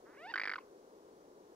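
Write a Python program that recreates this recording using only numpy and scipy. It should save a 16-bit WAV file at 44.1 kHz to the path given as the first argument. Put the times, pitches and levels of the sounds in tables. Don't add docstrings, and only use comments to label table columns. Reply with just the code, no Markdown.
import sys
import numpy as np
from scipy import signal
from scipy.fft import rfft, irfft
from scipy.io import wavfile
from scipy.ndimage import uniform_filter1d

SR = 44100
rng = np.random.default_rng(int(sys.argv[2]) if len(sys.argv) > 2 else 0)


def digitize_waveform(pressure):
    field = np.atleast_2d(pressure).T
    bounded = np.clip(field, -1, 1)
    quanta = np.round(bounded * 32767).astype(np.int16)
    wavfile.write(sys.argv[1], SR, quanta)


N = 68355

# time_s, pitch_hz, fundamental_db, overtones_db, roughness (0 clean, about 1 broken)
SQUEAL_PATH = [(.04, 198.5, -95, -93, 0.1), (0.065, 216.1, -79, -68.5, 0.37),
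               (.095, 238.4, -90, -69.5, 0.37), (0.124, 264.6, -93, -73.5, 0.5),
               (.143, 299, -83, -67.5, 0.65), (0.162, 437, -85, -73, 0.54), (.175, 537.4, -76, -66, 0.25),
               (0.199, 586, -62.5, -63.5, 0.17), (0.257, 744.7, -49, -57.5, 0.2),
               (0.28, 886, -52.5, -58, 0.2), (0.302, 922, -49.5, -52.5, 0.3), (0.312, 974, -52, -52, 0.1),
               (0.323, 872, -59, -58.5, 1.11), (0.333, 722, -56, -72, 0.56), (0.34, 723, -95, -89, 0.6)]
# frequency_hz, gain_db
THROAT_COLOUR = [(400, -17), (800, -2.5), (1150, -2.5), (1450, 1), (1800, 1.5), (2200, 1), (2450, -5),
                 (2850, -5), (3300, -15.5), (3800, -9), (4200, -18), (4750, -7), (5300, -10), (5900, -31),
                 (8000, -45)]
# start_s, pop_db, pop_hz, whistle_db, top_pitch_hz,
# arch_depth (0-1), swell_db (climb of the whistle while open), open_s
RATTLE_BEATS = [(0.3385, -59, 1550, -32, 1508, 0, -5.5, 0.0055),
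                (.3573, -26, 1546, -31.5, 2003, 0.89, 9.5, 0.0072),
                (0.377, -25.5, 1650, -30.5, 2262, 1, 14.5, 0.007),
                (0.3967, -25.5, 1634, -35, 2361, 1, 0, 0.00727),
                (0.4149, -25.5, 1900, -39, 2455, 0.93, -3, 0.0088),
                (0.4349, -23, 2010, -35, 2491, 0.94, 9, 0.00883),
                (0.4546, -26, 1746, -34.5, 2360, 0.99, 17, 0.0079),
                (0.4743, -25, 1677, -34, 2430, 0.94, 16, .0082),
                (.4946, -26, 1663, -33.5, 2310, 0.75, 11, 0.00734),
                (.5148, -28, 1540, -33.5, 2214, 1, 15, 0.00737),
                (0.5357, -30.5, 1495, -38.5, 2108, 0.95, 1, 0.00805),
                (.5570, -36.5, 1400, -39, 1519, 0.68, -1.5, 0.0062),
                (0.5811, -75, 1100, -40.5, 1105, 0.46, -3, 0.0067)]
POP_HARMONICS = [-4.5, -16.5, -20.5]
WHISTLE_HARMONICS = [-4, -13, -22, -35]
# frequency_hz, gain_db
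RASP_COLOUR = [(300, -19.5), (1200, 5), (2300, -5.5), (3200, 3.5), (4500, 0), (5400, -2), (7000, -10)]
# frequency_hz, gain_db
BILL_COLOUR = [(60, -22), (150, -12.5), (350, -4.5), (700, 0), (1500, 2.5), (2300, 3.5), (2700, -2.5),
               (3200, -5), (4000, -8.5), (4700, 0.5), (5300, -7.5), (6000, -16), (8000, -40)]
# frequency_hz, gain_db
AFTER_AIR_COLOUR = [(300, -16), (1000, -5), (1900, -10), (2600, 10), (3400, -14), (6000, -34)]
# frequency_hz, left_over_right_db
BIRD_BALANCE = [(400, 1), (700, 1), (1290, -4), (1700, -5), (2300, 1.5), (4400, -1.7)]
# frequency_hz, gain_db
TAIL_COLOUR = [(300, -2), (1400, -1), (2100, -10), (2800, -9), (5000, -2)]
# frequency_hz, density_db (per Hz)
RUSH_COLOUR = [(20, -25), (40, -21), (75, -22), (120, -22), (170, -15), (230, -10), (310, -2.5), (410, 0.5),
               (540, -4), (680, -12), (1000, -14.5), (1400, -20.5), (2000, -41.5), (4000, -44.5)]
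HISS_COLOUR = [(30, -5.5), (120, -18), (400, 3.5), (900, 10), (1500, 6), (2500, -1), (4000, 0), (6000, 1.5),
               (8000, -4), (11000, -8), (15500, -11)]

SQUEAL_JITTER, SQUEAL_FLUTTER_DB, SQUEAL_AIR_DB = 0.066, 0.5, -5
CREAK_EDGE_HZ, SQUEAL_REACH = 550, 4.7

POP_RISE_S, POP_DECAY_S = 0.00073, 0.0014
CLICK_DB, CLICK_AT_S, CLICK_WIDTH_S = -33, 0.0008, 0.00014
WHISTLE_RISE_S, WHISTLE_RELEASE_S = 0.0012, 0.0029
WHISTLE_FLUTTER_DB, WHISTLE_JITTER = 1.1, 0.013
ARCH_TOP_SHARE, ARCH_RISE_S, ARCH_FALL_S = 0.762, 0.0087, 0.00515
RASP_DB = -10.5
WINDPIPE_ECHO_S, WINDPIPE_ECHO_DB = 0.0039, -16.5

AFTER_AIR_DB = -68.5
AFTER_AIR_AT_S, AFTER_AIR_WIDTH_S = 0.6, 0.023
BIRD_RIGHT_LAG_S = 0.000055
TAIL_DB, TAIL_T60_S, TAIL_START_S = -16.5, 0.38, 0.001
RUSH_DB, HISS_DB = -59, -72.5
RUSH_PAN_DB, RUSH_LEFT_LAG_S = 2.5, 0.00031
TOP_HZ = 15650


def undb(db):
    return 10 ** (np.asarray(db) / 20)


def level(x, db):
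    return x * undb(db) / np.sqrt(np.mean(x ** 2))


def walk(rate):
    step = max(int(SR / rate), 1)
    held = np.repeat(rng.standard_normal(N), step)[:N]
    return 1.3 * uniform_filter1d(uniform_filter1d(held, step), step)


def gain_at(hz, points):
    point_hz, point_db = np.array(points, float).T
    return undb(np.interp(np.log(hz + 1e-3), np.log(point_hz), point_db))


def colour(x, points):
    return irfft(rfft(x) * gain_at(np.fft.rfftfreq(N, 1 / SR), points), N)


def coloured_noise(points):
    return colour(rng.standard_normal(N), points)


def late(x, seconds):
    turn = np.exp(-2j * np.pi * np.fft.rfftfreq(N, 1 / SR) * seconds)
    return irfft(rfft(x) * turn, N)


def pan(x, db):
    return x * undb(np.array([[db], [-db]]) / 2)


def tone(hz, partials_db):
    phase = 2 * np.pi * np.cumsum(hz) / SR
    return sum(undb(db) * np.sin((k + 1) * phase) for k, db in enumerate(partials_db))


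def squeal():
    t = np.arange(N) / SR
    times, *columns = np.array(SQUEAL_PATH).T
    pitch, low_db, high_db, rough = (np.interp(t, times, column) for column in columns)
    hz = pitch * (1 + SQUEAL_JITTER * rough * walk(900))
    phase = 2 * np.pi * np.cumsum(hz) / SR
    edge = CREAK_EDGE_HZ + SQUEAL_REACH * pitch
    overtones = np.zeros(N)
    for k in range(2, 14):
        fade = np.hypot(1, (k * pitch / edge) ** 5)
        overtones += gain_at(k * pitch, THROAT_COLOUR) / fade * np.cos(k * phase)
    air = rough * (1 + np.cos(phase)) * level(coloured_noise(THROAT_COLOUR), SQUEAL_AIR_DB)
    voice = undb(low_db) * np.sin(phase) + undb(high_db) * (overtones + air)
    flutter = undb(SQUEAL_FLUTTER_DB * rough * walk(400))
    sounding = (t > times[0]) * (t < times[-1])
    return np.sqrt(2) * voice * flutter * sounding


def pop_envelope(t):
    rise = np.sin(np.pi / 2 * np.minimum(t / POP_RISE_S, 1)) ** 2
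    return rise * np.exp(-np.maximum(t - POP_RISE_S, 0) / POP_DECAY_S)


def whistle_flow(t, whistle_db, swell_db, open_s):
    swell = -swell_db * np.maximum(1 - t / open_s, 0)
    flow = undb(whistle_db + swell + WHISTLE_FLUTTER_DB * walk(1000)[:len(t)])
    release = np.exp(-(np.maximum(t - open_s, 0) / WHISTLE_RELEASE_S) ** 2)
    return flow * np.minimum(t / WHISTLE_RISE_S, 1) * release


def whistle_pitch(t, top_hz, arch, open_s):
    top_s = ARCH_TOP_SHARE * open_s
    off_top = (t - top_s) / np.where(t < top_s, ARCH_RISE_S, ARCH_FALL_S)
    jitter = 1 + WHISTLE_JITTER * walk(1190)[:len(t)]
    return top_hz * (1 + off_top ** 2) ** -arch * jitter


def rattle():
    beats, airflow = np.zeros(N), np.zeros(N)
    t = np.arange(SR // 40) / SR
    click = undb(CLICK_DB) * np.exp(-((t - CLICK_AT_S) / CLICK_WIDTH_S) ** 2)
    pop_shape = pop_envelope(t)
    hardest_db = max(beat[1] for beat in RATTLE_BEATS)
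    for start, pop_db, pop_hz, whistle_db, top_hz, arch, swell_db, open_s in RATTLE_BEATS:
        pop = undb(pop_db) * pop_shape
        flow = whistle_flow(t, whistle_db, swell_db, open_s)
        first = int(start * SR)
        span = slice(first, first + len(t))
        beats[span] += flow * tone(whistle_pitch(t, top_hz, arch, open_s), WHISTLE_HARMONICS)
        beats[span] += pop * tone(np.full(len(t), pop_hz), POP_HARMONICS)
        beats[span] += undb(pop_db - hardest_db) * click
        airflow[span] += pop + flow
    rasp = undb(RASP_DB) * airflow * coloured_noise(RASP_COLOUR)
    echo = undb(WINDPIPE_ECHO_DB) * late(beats, WINDPIPE_ECHO_S)
    return colour(beats + echo + rasp, BILL_COLOUR)


def after_air():
    t = np.arange(N) / SR
    swell = np.exp(-((t - AFTER_AIR_AT_S) / AFTER_AIR_WIDTH_S) ** 2)
    return level(coloured_noise(AFTER_AIR_COLOUR), AFTER_AIR_DB) * swell


def place_bird(call):
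    left = colour(call, [(hz, db / 2) for hz, db in BIRD_BALANCE])
    right = colour(call, [(hz, -db / 2) for hz, db in BIRD_BALANCE])
    return np.array([left, late(right, BIRD_RIGHT_LAG_S)])


def bank(call):
    t = np.arange(SR // 3) / SR
    decay = np.exp(-np.log(1000) * t / TAIL_T60_S) * (t > TAIL_START_S)
    tail = rng.standard_normal((2, len(t))) * decay
    tail = tail / np.sqrt(np.sum(tail ** 2, axis=1, keepdims=True))
    return undb(TAIL_DB) * signal.fftconvolve(colour(call, TAIL_COLOUR)[None], tail, axes=1)[:, :N]


def rush():
    left, right = pan(level(coloured_noise(RUSH_COLOUR), RUSH_DB), RUSH_PAN_DB)
    return np.array([late(left, RUSH_LEFT_LAG_S), right])


def hiss():
    return np.array([level(coloured_noise(HISS_COLOUR), HISS_DB) for _ in range(2)])


def scene():
    call = squeal() + rattle() + after_air()
    return place_bird(call) + bank(call) + rush() + hiss()


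def record(dry):
    top_cut = signal.ellip(10, 0.1, 70, TOP_HZ, fs=SR, output="sos")
    return signal.sosfilt(top_cut, dry)


dry = scene()
out = record(dry)
digitize_waveform(out)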